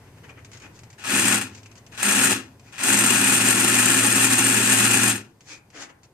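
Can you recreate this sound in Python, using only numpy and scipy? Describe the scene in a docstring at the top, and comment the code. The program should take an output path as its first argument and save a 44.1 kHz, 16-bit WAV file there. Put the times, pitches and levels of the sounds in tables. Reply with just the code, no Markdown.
"""Indoors, inside a model boat, a geared servo swings the sail arm: two short runs and a long one.
Random knocks, one per gear tooth, excite the gearbox and drum on the hollow hull; the motor hums below.
Around the runs single teeth tick and the line rubs and squeaks as bands of swelling noise.
After the last run come a few short scuffs, all over a soft room murmur with a light reverberation."""
import sys
import numpy as np
from scipy import signal
from scipy.fft import rfft, irfft
from scipy.io import wavfile
from scipy.ndimage import uniform_filter1d

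SR = 44100
rng = np.random.default_rng(int(sys.argv[2]) if len(sys.argv) > 2 else 0)


def persist_wave(psi):
    """Save psi, clipped to +-1, as 16-bit WAV."""
    counts = np.round(np.clip(psi, -1, 1) * 32767).astype(np.int16)
    wavfile.write(sys.argv[1], SR, np.atleast_2d(counts).T)


N = 270333
TIME = np.arange(N) / SR
FREQ = np.fft.rfftfreq(N, 1 / SR)

# Runs of the servo. Each row: gears bite in seconds, spin-up in seconds, switch-off in seconds,
# run-down in seconds, rattle in dB, tooth edges in dB above the rattle, hum in dB (all before mix trims).
RUNS = [(1.039, 0.092, 1.345, .19, -24.5, -0.4, -39), (1.976, .11, 2.305, .17, -24, 0.5, -40),
        (2.781, 0.093, 5.095, .15, -23.5, 1.0, -38.5)]
SLACK_S = 0.062  # before the gears bite, the motor turns softly through their slack for this long


def gain_of(db):
    """Decibels to gain."""
    return np.exp(np.asarray(db) * np.log(10) / 20)


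def evened(x):
    """Scales to rms 1."""
    return x / np.sqrt(np.mean(x ** 2) + 1e-20)


def read(points, hz=FREQ, axis=1):
    """Reads one column of a spectrum on a log-frequency axis."""
    table = np.array(points, float)
    return np.interp(np.log(hz + 1), np.log(table[:, 0] + 1), table[:, axis])


def read_gain(points):
    """A spectrum in dB as gains."""
    return gain_of(read(points))


def level(s, db):
    """A gain curve through points in seconds and dB, silent outside its span."""
    return gain_of(np.interp(TIME, s, db, left=-150, right=-150))


def below(hz, order):
    """Low-pass gain."""
    return 1 / np.sqrt(1 + (FREQ / hz) ** (2 * order))


def above(hz, order):
    """High-pass gain."""
    return np.sqrt(1 - below(hz, order=order) ** 2)


def shaped(x, gain):
    """Filters by a gain for each frequency."""
    return irfft(rfft(x) * gain, N)


def wobble(hz):
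    """A random curve of rms 1 that wanders at about this rate."""
    count = int(np.pi * hz * N / SR) + 2
    points = rng.standard_normal(count)
    return evened(np.interp(TIME, np.linspace(0, N / SR, count), points))


def swell(s, half):
    """A stroke that swells to its middle and dies away again."""
    return 1 / (1 + .5 * ((TIME - s) / half) ** 2) ** 4


def scatter(strength):
    """Countless tiny contacts of a given strength, reaching both sides: alike in the bass, diffuse in the treble."""
    # Likeness of the two sides, before the bass is drawn together. Each row: frequency in Hz, likeness 0-1.
    likeness = [(100, 0.74), (350, 0.97), (600, 0.65), (800, 0.86), (1400, 0.73), (2100, 0.3), (2550, 0.56),
                (3100, 0.39), (7500, 0.37), (9000, 0.28), (14000, .15)]
    # Lead of the left side, before the bass is drawn together. Each row: frequency in Hz, phase in radians.
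    lead = [(100, 0), (1300, .15), (1750, -.8), (2600, -.9), (3500, -2.7), (4200, -2.7), (4450, -.1),
            (5050, -.1), (5600, -2.6), (6200, -.8), (7300, -2.8), (8100, -.7), (8800, -.4), (9200, -2.2),
            (10700, .3), (12000, -1.5)]
    near, far = rfft(strength * rng.standard_normal((2, N)))
    apart = above(450, order=3)
    same = 1 - apart * (1 - np.clip(read(likeness), 0, 1))
    right = same * near + np.sqrt(1 - same ** 2) * far
    right = right * np.exp(-1j * apart * read(lead))
    return irfft(np.array([near, right]), N)


def room_noise():
    """Murmur of air and distant machines: low coloured noise whose level drifts and wavers."""
    # Colour of the murmur. Each row: frequency in Hz, relative level in dB.
    colour = [(12, -37), (20, -8.5), (42, -15), (116, 3), (185, -5.5), (491, -12), (565, -14),
              (1010, -15.5), (1200, -23), (2030, -24.5), (2400, -28.5), (4310, -29.5), (6910, -30),
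              (14300, -35.5), (15500, -37)]
    # Course of the murmur, before it wavers. Each row: time in seconds, level in dB.
    course = [(0, -51), (1.0, -52), (2.6, -52.5), (5.3, -57), (6.13, -59)]
    air = evened(shaped(scatter(1), read_gain(colour)))
    wavering = gain_of(.9 * wobble(4.4))
    return air * level(*np.transpose(course)) * wavering * gain_of([[.5], [-.5]])


def reverberation(x):
    """A diffuse half-second noise tail that decays at its own rate in each band, fastest near 5 kHz."""
    # Decay of the room. Each row: frequency in Hz, time to fall by 60 dB in seconds.
    decay = [(100, 0.37), (1000, 0.58), (5000, 0.083), (14000, 0.31)]
    hz, t, noise = signal.stft(rng.standard_normal((2, SR // 2)), SR, nperseg=256)
    fading = gain_of(-60 * t / read(decay, hz)[:, None])
    late = t > .005  # leaves out the direct sound
    tail = signal.istft(noise * fading * late, SR, nperseg=256)[1]
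    return signal.fftconvolve(x, tail / np.linalg.norm(tail[0]), axes=1)[:, :N]


def rubbing(grain_db):
    """Fibres of the line catch and slip: a grainy rasp, each stroke with its own share of treble hiss."""
    # Strokes over deck and rigging. Each row: middle in seconds, half length in seconds,
    # relative level in dB, gain of the treble hiss in dB.
    strokes = [(0.08, .018, -59, -19), (0.248, 0.017, -47, -16), (0.301, 0.018, -45.5, -13),
               (0.383, .022, -51, -24), (0.553, 0.037, -61, 4), (.645, 0.034, -45.5, -11),
               (0.763, 0.028, -60.5, 3), (1.57, 0.051, -63, 7.5), (1.78, .015, -55, 1.5),
               (2.686, 0.068, -56.5, -4.5), (5.518, .058, -46.5, 1), (5.769, 0.037, -44, -7.5),
               (5.822, 0.041, -41, -2), (5.903, 0.017, -48.5, -11), (6.047, .018, -58.5, -2)]
    # Colour of the rasp. Each row: frequency in Hz, relative level in dB.
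    colour = [(150, -20), (280, 0), (600, -6), (1100, -8), (1450, -3), (1900, -2), (2450, -6), (3000, -5),
              (3700, -6), (4900, -3.5), (6900, -1), (8500, -15.5), (11000, -23), (15000, -45.5)]
    rasp = scatter(gain_of(grain_db * wobble(250)))
    rasp = evened(shaped(rasp, read_gain(colour)))
    dull = shaped(rasp, below(3100, order=6) ** 2)
    hiss = rasp - dull
    # the taut line keeps rasping faintly and unevenly for the first two seconds
    creep = gain_of(-65 + 3.5 * wobble(12)) * (TIME < 2)
    dull_gain, hiss_gain = creep, creep * gain_of(-14.5)
    for s, half, db, hiss_db in strokes:
        stroke = swell(s, half)
        dull_gain = dull_gain + gain_of(db) * stroke
        hiss_gain = hiss_gain + gain_of(db + hiss_db) * stroke
    return (dull * dull_gain + hiss * hiss_gain) * gain_of([[5.5], [2]])


def squeaks(hz):
    """The line sticks and slips in an eyelet, which rings faintly in one band."""
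    # Squeaks. Each row: middle in seconds, half length in seconds, relative level in dB.
    strokes = [(0.299, 0.011, -47), (0.64, 0.033, -54), (1.662, 0.0089, -47), (2.68, 0.031, -59),
               (5.523, 0.042, -46.5)]
    band = 1 / (1 + ((FREQ - hz) / 300) ** 2) ** 2
    ring = evened(shaped(scatter(1), band))
    strength = sum(gain_of(db) * swell(s, half) for s, half, db in strokes)
    return ring * strength * gain_of([[2], [-1]])


def ticks(ring_s, tick_db):
    """A tooth drops into the play of the next one: a short plastic click of decaying noise."""
    # Single teeth slipping. Each row: time in seconds, relative level in dB.
    slips = [(0.4475, -39.5), (0.5163, -40), (0.5324, -38.5), (0.5714, -40), (0.6005, -43), (0.621, -42),
             (0.7907, -41.5), (0.834, -42), (0.902, -41), (0.929, -44), (1.549, -38), (1.5767, -42),
             (1.6317, -43), (1.659, -40.5), (1.715, -44), (1.7549, -44), (1.865, -42), (2.596, -45.5),
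             (5.4075, -43.5), (5.7023, -47.5), (6.0327, -48)]
    # Colour of the click. Each row: frequency in Hz, relative level in dB.
    colour = [(300, -26.5), (1200, -5), (2500, 2), (3500, -4.5), (4800, -2), (7200, 1), (9500, -17),
              (15000, -33)]
    s, db = np.transpose(slips)
    blows = np.bincount(np.round(s * SR).astype(int), gain_of(db + tick_db), N)
    force = signal.lfilter([1], [1, -np.exp(-1 / (ring_s * SR))], blows + 1e-12)
    return shaped(scatter(force), evened(read_gain(colour))) * gain_of([[1.2], [-1.2]])


def shaft_turns():
    """Turns of the motor shaft: it speeds up while switched on, sinks back after, and is slightly unsteady."""
    idle_hz, full_hz, speed_up_s = 101.54, 115.1, .16  # speed_up_s is a time constant
    powered = sum((TIME > bite - SLACK_S) & (TIME < off) for bite, _, off, *_ in RUNS)
    keep = np.exp(-1 / (speed_up_s * SR))
    hz = idle_hz + (full_hz - idle_hz) * signal.lfilter([1 - keep], [1, -keep], powered)
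    return np.cumsum(hz * (1 + .006 * wobble(12))) / SR


def run_gain(bite, spin_s, off, down_s, shape):
    """Envelope of one run: slack, a step as the gears bite, spin-up, hold, run-down."""
    spin_curve = 1.21  # power by which the spin-up levels off
    coast_s = 0.011  # rounds the switch-off
    slack_db, bite_db, fade_db = shape
    slack = gain_of(slack_db) * np.clip((TIME - bite + SLACK_S) / 0.013, 0, 1)
    unspun = np.clip(1 - (TIME - bite) / spin_s, 0, 1)
    coasted = (np.hypot(np.maximum(TIME - off, 0), coast_s) - coast_s) / down_s
    engaged = gain_of(bite_db * unspun ** spin_curve - fade_db * coasted)
    return np.where(TIME < bite, slack, engaged)


def hum_gain():
    """Strength of the hum: faint around the early runs, building slowly in each and growing with the load."""
    # Faint hum of the idling motor. Each row: time in seconds, level in dB.
    idle = [(0, -53), (.2, -53.5), (.45, -47), (.95, -56.5), (1.58, -46), (1.9, -59), (2.5, -56),
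            (2.9, -64)]
    # How the hum follows a run: dB in the slack, dB as the gears bite, dB lost over the run-down time.
    shape = (-30, -15.5, 22)
    growth_db = 2.5  # dB per second as the arm takes up load
    running = np.zeros(N)
    for bite, spin_s, off, down_s, _, _, db in RUNS:
        load_db = growth_db * (np.clip(TIME, bite, off) - bite)
        # the hum builds more slowly than the gears spin up
        running += gain_of(db + load_db) * run_gain(bite, 2.3 * spin_s, off, down_s, shape)
    return np.hypot(running, level(*np.transpose(idle)))


def motor(turns):
    """The unbalanced rotor shakes the hull once a turn; the hum flutters most when it is faint."""
    strength = hum_gain()
    flutter = .1 + .7 / (1 + (strength / gain_of(-45)) ** 2)
    unsteady = (1 + flutter * (wobble(17) + 1j * wobble(19))) / np.sqrt(1 + 2 * flutter ** 2)
    tone = (np.exp(2j * np.pi * turns) * unsteady).real
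    overtone = gain_of(-20.0) * np.sin(2 * np.pi * turns * 4)
    return np.sqrt(2) * strength * (tone + overtone) * gain_of([[0], [-.6]])


def hull():
    """Response of gearbox and hull towards each side: resonant peaks over a body with roughened treble."""
    # Dense resonances between the modes. Each row: frequency in Hz, left and right relative level in dB.
    dense = [(130, -29, -30), (440, -29, -29), (700, -22, -25), (1500, -15, -23), (2100, -14, -19),
             (2700, -17, -26), (3100, -15, -20), (4700, -23, -22), (7500, -11, -17), (9000, -16, -14),
             (10600, -22, -21), (11900, -22, -19), (12800, -35, -24), (15000, -30, -30)]
    # Air and panel resonances of the hull. Each row: frequency in Hz, width in Hz before it is
    # narrowed below, left and right relative level in dB.
    hull_modes = [(134, 10, -17, -18), (171, 11, -11.5, -12.5), (205, 11, -0.5, -0.5), (241, 9, -4, -6),
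                  (264, 20, 0, -2), (327, 18, -10, -11), (345, 19, -8, -9), (372, 17, -13, -12),
                  (399, 14, -10, -11), (460, 7, -16, -18), (487, 25, -18, -21), (518, 15, -21, -19),
                  (589, 36, -18, -25), (766, 42, -16, -20), (843, 39, -14, -19), (921, 31, -17, -20),
                  (1089, 35, -14, -17)]
    # Resonances of the gears and their case. Each row: as for the hull.
    gearbox_modes = [(1279, 26, -9, -20), (1380, 44, -8, -17), (1462, 88, -10, -18), (1565, 23, -13, -24),
                     (1669, 67, -6, -20), (1773, 49, -6, -15), (1896, 113, -12, -18), (2384, 93, -11, -21),
                     (2520, 107, -5, -13), (2641, 140, -17, -15), (2779, 88, -7, -19), (2900, 47, -12, -30),
                     (3350, 110, -15, -21), (4010, 140, -21, -20), (4335, 38, -23, -24),
                     (6675, 61, -17, -15), (6970, 90, -15, -16), (7240, 140, -10, -17),
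                     (7487, 132, -8, -12), (7839, 35, -8, -21), (8180, 95, -11, -18), (8490, 140, -17, -10),
                     (8753, 92, -8, -6), (9011, 125, -9, -11), (9281, 52, -14, -19), (9515, 68, -22, -17),
                     (9797, 47, -17, -18), (10865, 71, -24, -23)]
    grid = np.fft.rfftfreq(32768, 1 / SR)
    # a fine random ripple roughens the treble of the response
    roughness = evened(rfft(rng.standard_normal((2, 512)), 32768).real)
    ripple = gain_of(1.5 * roughness * (grid > 3200))
    smooth = gain_of([read(dense, grid, axis=1), read(dense, grid, axis=2)])
    power = (smooth * ripple) ** 2
    for hz, width, left_db, right_db in list(hull_modes) + list(gearbox_modes):
        peak = 1 / (1 + ((grid - hz) / (.78 * width)) ** 2)
        power = power + (gain_of([[left_db], [right_db]]) * peak) ** 2
    response = np.array([np.interp(FREQ, grid, side) for side in np.sqrt(power)])
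    return response * above(97, order=4)


def teeth(turns, count, spread_db, ring_s, sliding, lurch_db):
    """One knock a tooth, of random force, over steady sliding; the play in the gears makes them come in clumps."""
    meshing = np.diff(np.floor(turns * count + .3 * wobble(400)), prepend=0) > 0
    knocks = meshing * gain_of(spread_db * np.minimum(rng.standard_normal(N), 2))
    energy = signal.lfilter([1], [1, -np.exp(-2 / (ring_s * SR))], knocks ** 2)
    return np.sqrt(energy / energy.mean() + sliding) * gain_of(lurch_db * wobble(30))


def pinion(turns, hz, ring_s, spread_db):
    """About once a turn the pinion slaps across its play and rings briefly."""
    slaps = np.diff(np.floor(turns + .4 * wobble(60)), prepend=0) > 0
    force = slaps * gain_of(spread_db * np.minimum(rng.standard_normal(N), 2))
    age = TIME[:SR // 20]
    envelope = np.exp(-age / ring_s) * (1 - np.exp(-age / .0004))
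    ring = np.sin(2 * np.pi * hz * age) * envelope
    return evened(signal.fftconvolve(force, ring)[:N])


def gear_gains():
    """Strength of hull drumming, rattle and tooth edges through the runs and their jolts."""
    # How each layer follows a run: dB in the slack, dB as the gears bite, dB lost over the run-down time.
    drum_shape = (-33.5, -24, 23.1)
    rattle_shape = (-22, -11, 33)
    edge_shape = (-32.5, -19.5, 51)
    # Jolts as the gears catch or stop and cross their play. Each row: start in seconds,
    # rattle in dB, tooth edges in dB above the rattle (before mix trims).
    jolts = [(1.412, -27, -0.5), (2.029, -27, 5.5), (2.316, -30.5, 2), (2.833, -32, 9), (3.683, -24, 5),
             (4.797, -24, 2.5), (5.156, -33.5, 3)]
    drum_db, drum_lag_s = -4.0, .006  # the hull drums relative to the rattle, slightly late
    jolt_s = .02  # decay time constant
    drum, rattle, edges = np.zeros((3, N))
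    for bite, spin_s, off, down_s, db, edge_db, _ in RUNS:
        drum += gain_of(db + drum_db) * run_gain(bite + drum_lag_s, spin_s, off, down_s, drum_shape)
        rattle += gain_of(db) * run_gain(bite, spin_s, off, down_s, rattle_shape)
        edges += gain_of(db + edge_db) * run_gain(bite, spin_s, off, down_s, edge_shape)
    for s, db, edge_db in jolts:
        jolt = gain_of(db) * (TIME > s) * np.exp(-abs(TIME - s) / jolt_s)
        rattle = np.hypot(rattle, jolt)
        edges = np.hypot(edges, jolt * gain_of(edge_db))
    return drum, rattle, edges


def gears(turns):
    """Tooth knocks ring the hull in three bands: drum, rattle and edges; the hardest ones sound brightest."""
    force = teeth(turns, count=9, spread_db=3.5, ring_s=0.0014, sliding=1.0, lurch_db=1.0)
    body = hull()
    drum_band = below(480, order=6)
    edge_band = above(6300, order=8)
    rattle_band = np.sqrt(np.maximum(1 - drum_band ** 2 - edge_band ** 2, 0))

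    drum = shaped(scatter(force), body * drum_band)
    # evens out the slow random swelling of the drum noise, so that its loudness follows the runs
    drum = drum / np.sqrt(uniform_filter1d((drum ** 2).mean(0), size=5000))
    rattle = evened(shaped(scatter(force), body * rattle_band))
    edges = evened(shaped(scatter(force ** 1.43), body * edge_band))  # the power favours hard knocks
    slap = pinion(turns, hz=8690, ring_s=0.0039, spread_db=15.5)
    edges = edges + slap * gain_of([[-16], [-12]])

    drum_gain, rattle_gain, edge_gain = gear_gains()
    rattle_trim = gain_of(2.5)
    edge_trim = gain_of(2.0 + 0.58 * wobble(15))
    return drum * drum_gain + rattle * rattle_gain * rattle_trim + edges * edge_gain * edge_trim


def scene():
    """The servo in its hull, close by, in a small room."""
    turns = shaft_turns()
    small = rubbing(grain_db=1.5) + squeaks(hz=2444) + ticks(ring_s=0.01, tick_db=-4.5)
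    running = gears(turns)
    echo = reverberation(gain_of(-21.0) * running + gain_of(-7.0) * small)
    return running + small + motor(turns) + echo + room_noise()


def record(dry):
    """Rounds off the highest peaks, then removes the treble above 15450 Hz."""
    rounded = dry / (1 + (dry / .8) ** 6) ** (1 / 6)
    lowpass = signal.firwin(511, 15450, window=("kaiser", 9), fs=SR)
    return signal.oaconvolve(rounded, lowpass[None], "same")


dry = scene()
out = record(dry)
persist_wave(out)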